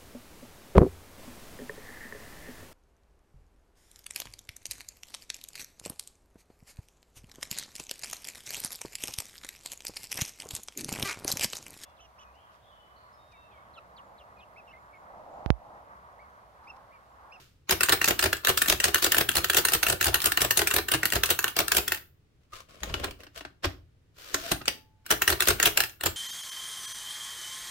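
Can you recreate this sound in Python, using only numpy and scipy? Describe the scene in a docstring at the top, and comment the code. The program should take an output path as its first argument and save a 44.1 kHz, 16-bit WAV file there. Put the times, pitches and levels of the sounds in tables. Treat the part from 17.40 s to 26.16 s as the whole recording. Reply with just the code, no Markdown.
"""Fast typing on a small manual typewriter

Close microphone just above the keys, quiet room. Each letter is a cluster of blows: the lever clicks, the type
hits the platen, the frame thuds on the table; shaped noise makes the clicks and knocks, decaying sines the ringing.
Then the paper is wound up a line and the carriage pushed back, with grainy friction noise and short gliding
squeaks, and the typing goes on. Around it lie diffuse reflections, a faint spring tone and still air.
"""
import sys
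import numpy as np
from scipy import signal
from scipy.fft import rfft, irfft
from scipy.io import wavfile

SR = 44100
rng = np.random.default_rng(int(sys.argv[2]) if len(sys.argv) > 2 else 0)


def unload_wav(signal):
    """Save mono or channel-first audio to the path in sys.argv[1] as 16-bit WAV at rate SR, clipped to [-1, 1]."""
    wavfile.write(
        sys.argv[1],
        SR,
        np.round(np.clip(np.atleast_2d(signal).T, -1, 1) * 32767).astype(np.int16),
    )


N = 386316
TIME = np.arange(N) / SR  # s
BLOW_SIZE, LEAD_SIZE = 6144, 1024  # samples of one blow, and those ahead of its contact
AGE = (np.arange(BLOW_SIZE) - LEAD_SIZE) / SR  # s since the contact

# likeness of the left and right microphone: f/Hz, correlation (0-1)
ALIKE = [(60, 1), (130, 0.8), (350, 0.6), (700, 0), (1400, 0.1), (3000, 0), (7000, 0.07)]
# steel clicking on steel, before any tilt: f/Hz, relative density/dB per Hz
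CLICK = [(100, -32.5), (800, -12.5), (1500, -2), (2200, -1), (3000, 5.5), (4200, 0.5), (5500, -1.5),
         (8500, 0), (11000, -3), (13000, 0), (15500, -2)]
# carriage sliding on its rail: f/Hz, relative density/dB per Hz
RAIL = [(100,-12.5), (200,-20.5), (350,-10.5), (520,-11), (680,-13), (850,-19.5), (1360,-9.5), (2100,-14.5),
        (2800,-11.5), (5000,-14), (11000,-25.5), (14200,-19.5), (16000,-32)]
# light ringing clicks and ticks between the strikes, and one weak keystroke:
# t/s, base click level/dB, base ring level/dB
LIGHT_CLICKS = [(0.4083, -22.5, -23), (0.4339, -17, -26.5), (0.4872, -26.5, -26), (0.5, -32, -26.5),
                (0.6162, -26, -22.5), (0.6438, -19.5, -24), (0.7933, -19.5, -25.5), (0.9298, -22.5, -23.5),
                (1.05, -22, -30.5), (1.0722, -21, -22), (1.1758, -18.5, -31), (1.219, -17, -24),
                (1.2602, -31.5, -31), (1.4025, -22.5, -27.5), (1.4423, -15.5, -28.5), (1.5456, -15, -22.5),
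                (1.5575, -28, -25), (1.721, -16, -25.5), (1.7462, -23.5, -24), (1.8911, -20, -24.5),
                (1.916, -31, -45), (2.0447, -21, -26), (2.0994, -18.5, -22.5), (2.1346, -28.5, -29.5),
                (2.252, -17, -25), (2.2859, -22, -26.5), (2.4311, -18, -26), (2.4668, -23, -23),
                (2.612, -22.5, -24), (2.6281, -25.5, -29.5), (2.644, -20, -36), (2.7436, -16.5, -25),
                (2.7557, -29.5, -27.5), (2.8189, -24.5, -42), (2.9206, -23, -27), (2.9747, -20.5, -22.5),
                (3.109, -17.5, -23.5), (3.2734, -18.5, -29), (3.312, -24, -25.5), (3.486, -26.5, -29),
                (3.6327, -27.5, -24), (3.6554, -19.5, -26.5), (3.7236, -24, -27), (3.8361, -19.5, -23),
                (3.8577, -27, -46.5), (3.9911, -22.5, -27.5), (4.0432, -21.5, -22.5), (4.0804, -27, -35),
                (4.2824, -24.5, -31.5), (4.3193, -17.5, -24), (4.4802, -23, -31.5), (4.521, -24.5, -24.5),
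                (4.547, -31.5, -42), (7.664, -39, -45.5), (7.7062, -24, -26.5), (7.8204, -19, -23),
                (7.8788, -18, -19.5), (8.006, -18.5, -24.5), (8.023, -22, -24.5), (8.2007, -22.5, -23),
                (8.229, -17, -26), (8.3749, -15.5, -23), (8.4039, -19, -23), (8.4377, -29.5, -32),
                (8.611, -36, -37)]
# ratchet of the platen and catches of the carriage: t/s, base click level/dB, base ring level/dB
RATCHET = [(5.1345, -56, -51.5), (5.4336, -33, -34.5), (5.5412, -31.5, -27), (5.6434, -32.5, -35),
           (5.7099, -43.5, -48), (5.8047, -51.5, -59), (5.8347, -51, -49), (5.8678, -66, -47),
           (5.977, -46, -54), (6.0085, -48, -40.5), (6.0507, -59, -37), (6.2345, -52, -39),
           (6.9443, -23, -24.5), (7.257, -37.5, -58), (7.2803, -19.5, -32.5)]


def amp(db):
    """Decibels to gain."""
    return 10 ** (np.asarray(db) / 20)


def read(points, hz):
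    """Interpolates (Hz, value) points along a log-frequency axis."""
    f, value = np.transpose(points)
    return np.interp(np.log(hz + 1), np.log(f), value)


def pair(left, other, alike):
    """A right-hand spectrum that shares the given part of the left one."""
    return alike * left + np.sqrt(1 - alike ** 2) * other


def noise(spectrum, size, count=1, colour_db=0, colour_hz=450):
    """Stereo noises (count, 2, size) of rms 1, each with its own chance peaks and dips about colour_hz apart."""
    hz = np.fft.rfftfreq(size, 1 / SR)
    z = rfft(rng.standard_normal((count, 2, size)))
    z[:, 1] = pair(z[:, 0], z[:, 1], read(ALIKE, hz))
    heights = rng.standard_normal((count, 256))
    colour = np.array([np.interp(hz / colour_hz, np.arange(256), h) for h in heights])[:, None]
    x = irfft(z * amp(read(spectrum, hz) + colour_db * colour), size)
    return x / np.sqrt(np.mean(x ** 2, axis=(1, 2), keepdims=True))


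def swell(rise_s, lead_db=-15, lead_factor=1.4):
    """A soft onset: a weak slower rise under a strong quick one, full from the contact on."""
    before = np.minimum(AGE, 0) / rise_s
    lead = amp(lead_db)
    return (1 - lead) * np.exp(before) + lead * np.exp(before / lead_factor)


def fade(t60):
    """Free decay after the contact, 60 dB in t60 seconds."""
    return amp(-60 * np.maximum(AGE, 0) / t60)


def build_up(rise_s):
    """Slow answer of a body, silent until the contact."""
    return 1 - np.exp(-np.maximum(AGE, 0) / rise_s)


def modes(mode_rows, count, detune, scatter_db, spread):
    """Decaying sines, scattered in pitch and level from blow to blow, with a phase gap between the ears."""
    out = np.zeros((count, 2, BLOW_SIZE), np.float32)
    ears = np.array([[-0.5], [0.5]])
    for hz, db, t60 in mode_rows:
        tune, size, phase, side = rng.standard_normal((count, 4)).T[..., None, None]
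        turns = hz * (1 + detune * tune) * AGE + phase
        angle = 2 * np.pi * turns + spread * side * ears
        decay = amp(db + scatter_db * size) * fade(t60)
        out += np.sin(angle.astype(np.float32)) * decay.astype(np.float32)
    return out


def play(times, db, sounds, span_s):
    """Lays the sounds at their times; db is the level each would have if packed into span_s."""
    energy = np.sum(sounds ** 2, axis=2).mean(1) / SR
    gains = amp(db) * np.sqrt(span_s / energy)
    out = np.zeros((2, N + 2 * BLOW_SIZE))
    for s, gain, sound in zip(times, gains, sounds):
        at = int(np.clip(round(s * SR), 0, N))
        out[:, at:at + BLOW_SIZE] += gain * sound
    return out[:, LEAD_SIZE:LEAD_SIZE + N]


def keystrokes():
    """Rows of blows: per letter the lever catches, the type strikes, the key bottoms; light clicks lie between."""
    # letters: strike t/s, strike level/dB, catch lead/s, catch level/dB, bottoming lag/s,
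    # finger weight (ring and knock) level/dB, table thump level/dB; levels before the offsets below
    letters = [(0.311, -17.5, .016, -24, .014, -25.5, -43), (0.525, -15.5, 0.031, -18, .006, -24.5, -43),
               (0.686, -19, 0.0084, -21.5, .023, -24.5, -43.5), (0.8412, -20, .014, -20.5, .02, -25, -41),
               (1.0923, -19.5, 0.0076, -20.5, .008, -26, -43), (1.3, -14.5, .016, -18.5, 0.026, -27, -38.5),
               (1.4544, -24, .011, -31.5, .029, -29, -47.5), (1.645, -16, 0.02, -19.5, .022, -28, -48.5),
               (1.7844, -16, .016, -27, .027, -25.5, -40), (1.969, -18, 0.014, -20.5, .014, -30, -45.5),
               (2.171, -13.5, 0.024, -20.5, .014, -26, -48), (2.337, -16, 0.016, -25.5, .014, -28.5, -44),
               (2.5007, -18.5, 0.015, -21.5, .027, -28, -41.5), (2.669, -22, .012, -24, .015, -27.5, -39),
               (2.8594, -14.5, .016, -22, .01, -33, -45), (3.0181, -17, 0.0097, -27, 0.031, -28, -42),
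               (3.1941, -17.5, 0.02, -15, .025, -26, -47), (3.365, -19.5, 0.025, -19, .021, -26.5, -42),
               (3.539, -20.5, 0.021, -18.5, .007, -26.5, -41), (3.757, -23, .022, -24.5, .008, -28, -38.5),
               (3.906, -16.5, 0.014, -32, .007, -30, -44.5), (4.191, -16.5, 0.024, -22, .014, -27, -45),
               (4.37, -15, 0.021, -24.5, .014, -29, -45), (7.713, -17, 0.0071, -24, .011, -26, -45.5),
               (7.903, -19, .009, -27, .024, -27.5, -41.5), (8.087, -15, 0.013, -20.5, .02, -23.5, -36),
               (8.258, -13.5, 0.02, -29, .016, -26, -44.5), (8.661, -20.5, .024, -26, 0.0061, -28.5, -44)]
    # offsets by kind of blow: steel/dB, lever ring/dB, frame knock/dB, table thump/dB; then rise/ms
    catch, strike = (-0.5, -8.5, -5, -5.5, 1.1), (0, -4, -2, -1.5, 2)
    bottom, light = (-6.5, -9.5, 0, -3.5, 3.5), (0.5, -0.5, -11.5, -30, 0.87)
    s, strength_db, lead_s, catch_db, lag_s, weight_db, thump_db = np.transpose(letters)
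    return np.vstack([
        voiced(s - lead_s, catch_db, weight_db, thump_db, catch),
        voiced(s, strength_db, weight_db, thump_db, strike),
        voiced(s + lag_s, strength_db, weight_db, thump_db, bottom),
        snaps(LIGHT_CLICKS, light),
    ])


def voiced(s, steel_db, body_db, thump_db, kind):
    """Rows of one kind of blow: s, steel click dB, lever ring dB, frame knock dB, table thump dB, rise ms."""
    steel, lever, knock, thump, rise_ms = kind
    return np.column_stack([s, steel_db + steel, body_db + lever, body_db + knock,
                            thump_db + thump, np.full(len(s), rise_ms)])


def snaps(rows, kind):
    """Light blows: frame and table take a fixed share of the ring."""
    s, steel_db, ring_db = np.transpose(rows)
    return voiced(s, steel_db, ring_db, ring_db, kind)


def blows(rows, body, detune, tilt_db, steel_stretch=1.2):
    """Every blow excites steel, lever, body and table; tilt_db per octave brightens or dulls the steel."""
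    s, click_db, ring_db, knock_db, thump_db, rise_ms = np.transpose(rows)
    rise_s = rise_ms[:, None, None] / 1000
    steel = [(hz, db + tilt_db * np.log2(hz)) for hz, db in CLICK]
    # the steel click rises a little slower than the ring and knock
    metal = clicks(s, click_db, steel_stretch * rise_s, steel) + levers(s, ring_db, rise_s)
    return metal + frame(s, knock_db, rise_s, body, detune) + table(s, thump_db)


def clicks(s, db, rise_s, steel_spectrum, t60=0.022, chatter_db=-24, chatter_t60=0.042,
           scrape_db=-22, scrape_s=0.005, grain_db=3):
    """Steel on steel: a scrape of the moving lever, a sharp crack, then loose parts chattering."""
    steps = rng.standard_normal((len(s), 1, BLOW_SIZE // 32))
    grain = amp(grain_db * np.repeat(steps, 32, axis=2))
    crack = swell(rise_s) * fade(t60)
    scrape = amp(scrape_db) * np.exp(-abs(AGE) / scrape_s)
    chatter = amp(chatter_db) * fade(chatter_t60)
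    loose = np.where(AGE < 0, scrape, chatter)
    envelope = np.sqrt(crack ** 2 + loose ** 2 + bounces(len(s)))
    steel = noise(steel_spectrum, BLOW_SIZE, len(s), colour_db=5.0, colour_hz=475.7)
    return play(s, db, steel * grain * envelope, span_s=0.0085)


def bounces(count, size_db=-13, mean_s=0.0027, t60=0.054):
    """Power envelope of three rebounds of loose parts, each with a chance delay and size."""
    delay, size = rng.exponential(1, (count, 2, 3, 1)).transpose(1, 0, 2, 3)
    since = AGE - mean_s * delay
    power = amp(2 * (size_db - 60 * abs(since) / t60))
    return np.sum((since > 0) * size * power, axis=1, keepdims=True)


def levers(s, db, rise_s, damped_t60=0.03, free_db=-30):
    """A lever rings loudly for a few cycles, then faintly as it rests against its stop."""
    # key levers, before the extra damping: f/Hz, relative level/dB, t60/s
    lever_modes = [(1370, -8, 0.55), (1450, -5.5, 0.067), (1583, -0.5, 0.05), (1806, 1.5, 0.067),
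                   (1930, -15, .15), (2756, -1.5, 0.11), (2800, -16, .1), (4140, -9, 0.15)]
    ring = modes(lever_modes, len(s), detune=0.029, scatter_db=3, spread=0.96)
    damping = fade(damped_t60) + amp(free_db)
    return play(s, db, ring * swell(rise_s / 2) * damping, span_s=0.013)


def frame(s, db, rise_s, body, detune, knock_t60=0.044, ring_db=-3, ring_rise_s=0.0059):
    """A dull knock of the platen, and the hollow ring of the body that builds up after it."""
    # knock of the platen: f/Hz, relative density/dB per Hz
    knock_spectrum = [(60, -18), (230, -4.5), (350, -18.5), (600, 2), (900, -3), (1500, -2.5), (2200, -6.5),
                      (3200, -6.5), (5000, -10), (15000, -40.5)]
    knock = noise(knock_spectrum, BLOW_SIZE, len(s), colour_db=2.0, colour_hz=182)
    knock = knock * swell(rise_s) * fade(knock_t60)
    ring = modes(body, len(s), detune, scatter_db=1.5, spread=0.43) * build_up(ring_rise_s)
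    return play(s, db, knock, span_s=0.016) + play(s, db + ring_db, ring, span_s=0.0098)


def table(s, db, rise_s=0.026):
    """The machine pushes on its cloth pad and the table answers slowly with low modes."""
    # table top: f/Hz, relative level/dB, t60/s
    table_modes = [(40, -20, 0.096), (59.6, 1.5, 0.11), (86, 2.5, 0.12), (120.5, -6, 0.13),
                   (171.5, -6, 0.084)]
    push = build_up(rise_s) * signal.windows.tukey(BLOW_SIZE, 0.3)
    thump = modes(table_modes, len(s), detune=0.054, scatter_db=-0.5, spread=0.3)
    return play(s, db, thump * push, span_s=0.07)


def jostle(rows, db=-9, travel_s=0.008, settle_s=0.023, grain_db=5.0, grain_size=96):
    """Every blow of the keys shakes the neighbouring levers: a rattle swells up to it and settles after."""
    # bank of levers jostling: f/Hz, relative density/dB per Hz
    jostle_spectrum = [(200, -7.5), (700, -5.5), (1100, 4.5), (1450, 9.5), (1800, -10.5), (2200, 3.5),
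                       (2850, -3.5), (4500, -5.5), (9000, -25), (15500, -24)]
    s, click_db, ring_db = np.transpose(rows)[:3]
    shake = np.exp(-abs(AGE) / np.where(AGE < 0, travel_s, settle_s))
    steps = rng.standard_normal((len(s), 1, BLOW_SIZE // grain_size))
    grain = amp(grain_db * np.repeat(steps, grain_size, axis=2))
    rattle = noise(jostle_spectrum, BLOW_SIZE, len(s), colour_db=6.0, colour_hz=290) * shake * grain
    return play(s, db + np.maximum(ring_db, click_db - 5.5), rattle, span_s=0.014)


def loose_ticks(db=-15, scatter_db=4, soonest_s=0.018, latest_s=0.06, rise_s=0.0004):
    """After each light click a loose link ticks once, a chance moment later."""
    s, steel_db, _ = np.transpose(LIGHT_CLICKS)
    wait, size = rng.uniform(0, 1, (len(s), 2)).T
    tick_s = s + soonest_s + (latest_s - soonest_s) * wait
    tick_db = steel_db + db + scatter_db * (2 * size - 1)
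    return clicks(tick_s, tick_db, rise_s, CLICK)


def carriage_blows():
    """Rows of blows as the paper is wound and the carriage returns: light catches and bumps on the frame."""
    # offsets of a catch: steel/dB, lever ring/dB, frame knock/dB, table thump/dB; then rise/ms
    pawl = (1.5, -7.5, -5, -27, 0.6)
    # carriage against frame: t/s, steel click level/dB, lever ring level/dB, frame knock level/dB,
    # table thump level/dB, rise/ms
    bumps = [(5.499, -62, -55, -43, -42, 4.1), (5.599, -43, -60, -46, -47, 1.4),
             (5.645, -36, -41, -32, -46, 5.8), (6.247, -32, -39, -26.5, -38.5, 4.4),
             (6.255, -34, -44, -34, -47, 2.2), (7.1186, -22, -52, -24.5, -39, 2.1),
             (7.216, -56, -48, -45, -57, 1.4)]
    return np.vstack([snaps(RATCHET, pawl), bumps])


def line_feed(paper_sag_db_per_s=-20, hand_sag_db_per_s=-8, rail_swell_db_per_s=48, roller_db=0.5, left_db=1):
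    """Friction of the knob winding the paper up, then of the carriage on its rail, swelling as it runs."""
    # twists of the knob: start t/s, length/s, paper starting level/dB, hand starting level/dB
    twists = [(5.015, 0.036, -75, -82), (5.135, 0.076, -47, -72), (5.295, 0.14, -57, -61.5),
              (5.434, 0.25, -47.5, -42.5), (5.797, 0.042, -59, -56), (5.962, 0.026, -43.5, -55)]
    # push of the carriage: start t/s, length/s, starting level/dB
    push = (6.78, .335, -52.5)
    # paper rustling, platen rolling in its bearings, hand rumbling on the knob: f/Hz, relative density/dB per Hz
    paper_spectrum, roller_spectrum = [(100, -6), (300, -25), (500, -5), (700, -7), (860, -30),
                                       (1050, -2.5), (1400, -7), (2000, -11.5), (3000, -9.5), (5000, -13),
                                       (10000, -21.5), (16000, -27)], [(110, -24), (180, -3), (345, -2), (655, 0),
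                                                      (873, -22), (1050, -8), (1950, -16), (3060, -9),
                                                      (3600, -25), (4680, -48), (7920, -120)]
    rumble_spectrum = [(20, -16), (62, -1), (110, -17), (200, -27), (500, -48), (2000, -80)]
    drag = sum(motion(s, length, db, paper_sag_db_per_s, attack_s=0.0094, release_s=0.0093)
               for s, length, db, _ in twists)
    grip = sum(motion(s, length, db, hand_sag_db_per_s, attack_s=0.008, release_s=0.021)
               for s, length, _, db in twists)
    slide = motion(*push, rail_swell_db_per_s, attack_s=0.014, release_s=0.014)
    paper = rub(drag, paper_spectrum, grain_db=4, grain_s=0.0026)
    roller = amp(roller_db) * rub(grip, roller_spectrum, grain_db=7, grain_s=0.0082)
    hand = rub(grip, rumble_spectrum, grain_db=6.5, grain_s=0.029)
    rail = rub(slide, RAIL, grain_db=3, grain_s=0.0035)
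    return (paper + roller + rail) * amp([[left_db], [-left_db]]) + hand


def motion(start, length, db, slope_db_per_s, attack_s, release_s):
    """Loudness of one movement of the hand: it sets in, swells or sags steadily, and stops."""
    age = TIME - start
    outside = np.minimum(age, 0) / attack_s - np.maximum(age - length, 0) / release_s
    return amp(db + slope_db_per_s * np.clip(age, 0, length)) * np.exp(np.maximum(outside, -30))


def rub(level, spectrum, grain_db, grain_s):
    """Stick-slip friction: grainy noise that follows the motion."""
    slips = np.interp(TIME / grain_s, np.arange(N), rng.standard_normal(N))
    grain = amp(grain_db * slips)
    return noise(spectrum, N)[0] * level * grain / np.sqrt(np.mean(grain ** 2))


def squeaks(glide=0.012, waver=0.0217):
    """Dry parts of knob and rail stick and slip for a moment: an unsteady tone that rises a little."""
    # squeaks: middle t/s, pitch there f/Hz, peak level/dB, half length/s
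    squeak_rows = [(5.134, 1241, -38.5, 0.0066), (6.986, 650, -40.5, 0.014), (7.058, 685, -39.5, 0.016),
                   (7.215, 1300, -43, 0.0071)]
    out = np.zeros(N)
    for s, hz, db, half_s in squeak_rows:
        u = np.clip((TIME - s) / half_s, -4, 4)
        unsteady = np.interp(TIME * 150, np.arange(N), rng.standard_normal(N))  # 150 chance values a second
        turns = np.cumsum(hz * (1 + glide * u + waver * unsteady)) / SR
        out += amp(db) * np.exp(-u ** 2) * np.sin(2 * np.pi * turns)
    return out


def spring(hz=870, db=-60, t60=1.4):
    """A spring sings faintly after the last catch of the carriage: one decaying sine."""
    age = TIME - RATCHET[-1][0]
    return (age > 0) * amp(db - 60 * abs(age) / t60) * np.sin(2 * np.pi * hz * age)


def earlier_stroke(db=-53, t60=0.43):
    """The rattle of a stroke just before dies away in the room: decaying noise from the first moment."""
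    return noise(RAIL, N)[0] * amp(db - 60 * TIME / t60)


def room(x, build_s=0.00043):
    """Diffuse reflections that build up quickly and die band by band."""
    # reverberation of the room: f/Hz, t60/s
    room_t60 = [(100, 0.59), (350, 0.34), (800, 0.27), (1500, 0.26), (4000, 0.26), (9000, 0.2365),
                (15000, 0.33)]
    t = TIME[:SR // 2]
    hz, when, z = signal.stft(rng.standard_normal((2, len(t))), SR, nperseg=256)
    z[1] = pair(z[0], z[1], read(ALIKE, hz)[:, None])
    decay = amp(-60 * when / read(room_t60, hz)[:, None])
    tail = signal.istft(z * decay, SR, nperseg=256)[1][:, :len(t)]
    tail = tail * (1 - np.exp(-t / build_s))
    return signal.fftconvolve(x, tail / np.linalg.norm(tail[0]), axes=1)[:, :N]


def still_air(db=-63.5):
    """The still air of the room: steady noise, heaviest in the bass."""
    # room air: f/Hz, relative density/dB per Hz
    air_spectrum = [(20,-10), (100,-1.5), (135,-4), (200,-16), (290,-15), (900,-29), (1400,-29.5),
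                    (3000,-32.5), (6000,-39), (16000,-49.5)]
    return amp(db) * noise(air_spectrum, N)[0]


def scene(room_db=-8, left_db=0.25, sway_hz=1.7):
    """The machine close by, reflections swaying steadily between two diffuse tails, and still air."""
    # ringing bodies of frame and carriage: f/Hz, relative level/dB, t60/s
    frame_modes, carriage_modes = [(307, -12, 0.099), (345.9, -4, .09), (392, 2.5, 0.053),
                                   (465.3, -3.5, 0.057), (587, -15, 0.039), (700.7, -2.5, 0.053)], [(285, -9, 0.13), (325.4, 0, 0.04), (370, 4, 0.04),
                                                  (552, -19, 0.054), (688, -13.5, 0.075),
                                                  (1045, 3.5, 0.024), (1400, -7.5, 0.073),
                                                  (1470, -14, 0.093)]
    keys = keystrokes()
    typing = blows(keys, frame_modes, detune=0.039, tilt_db=0.95) + jostle(keys) + loose_ticks()
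    new_line = blows(carriage_blows(), carriage_modes, detune=0.016, tilt_db=-3.5) + line_feed() + squeaks()
    machine = (typing + new_line) * amp([[left_db], [-left_db]])
    sway = 2 * np.pi * sway_hz * TIME
    reflections = room(machine * np.cos(sway)) + room(machine * np.sin(sway))
    return machine + amp(room_db) * reflections + spring() + earlier_stroke() + still_air()


def record(dry, edge_hz=16050):
    """Peaks beyond full scale clip; then a steep low-pass limits the band."""
    low_pass = signal.firwin(401, edge_hz, window=("kaiser", 8), fs=SR)
    return signal.oaconvolve(np.clip(dry, -1, 1), low_pass[None], "same", axes=1)


dry = scene()
out = record(dry)
unload_wav(out)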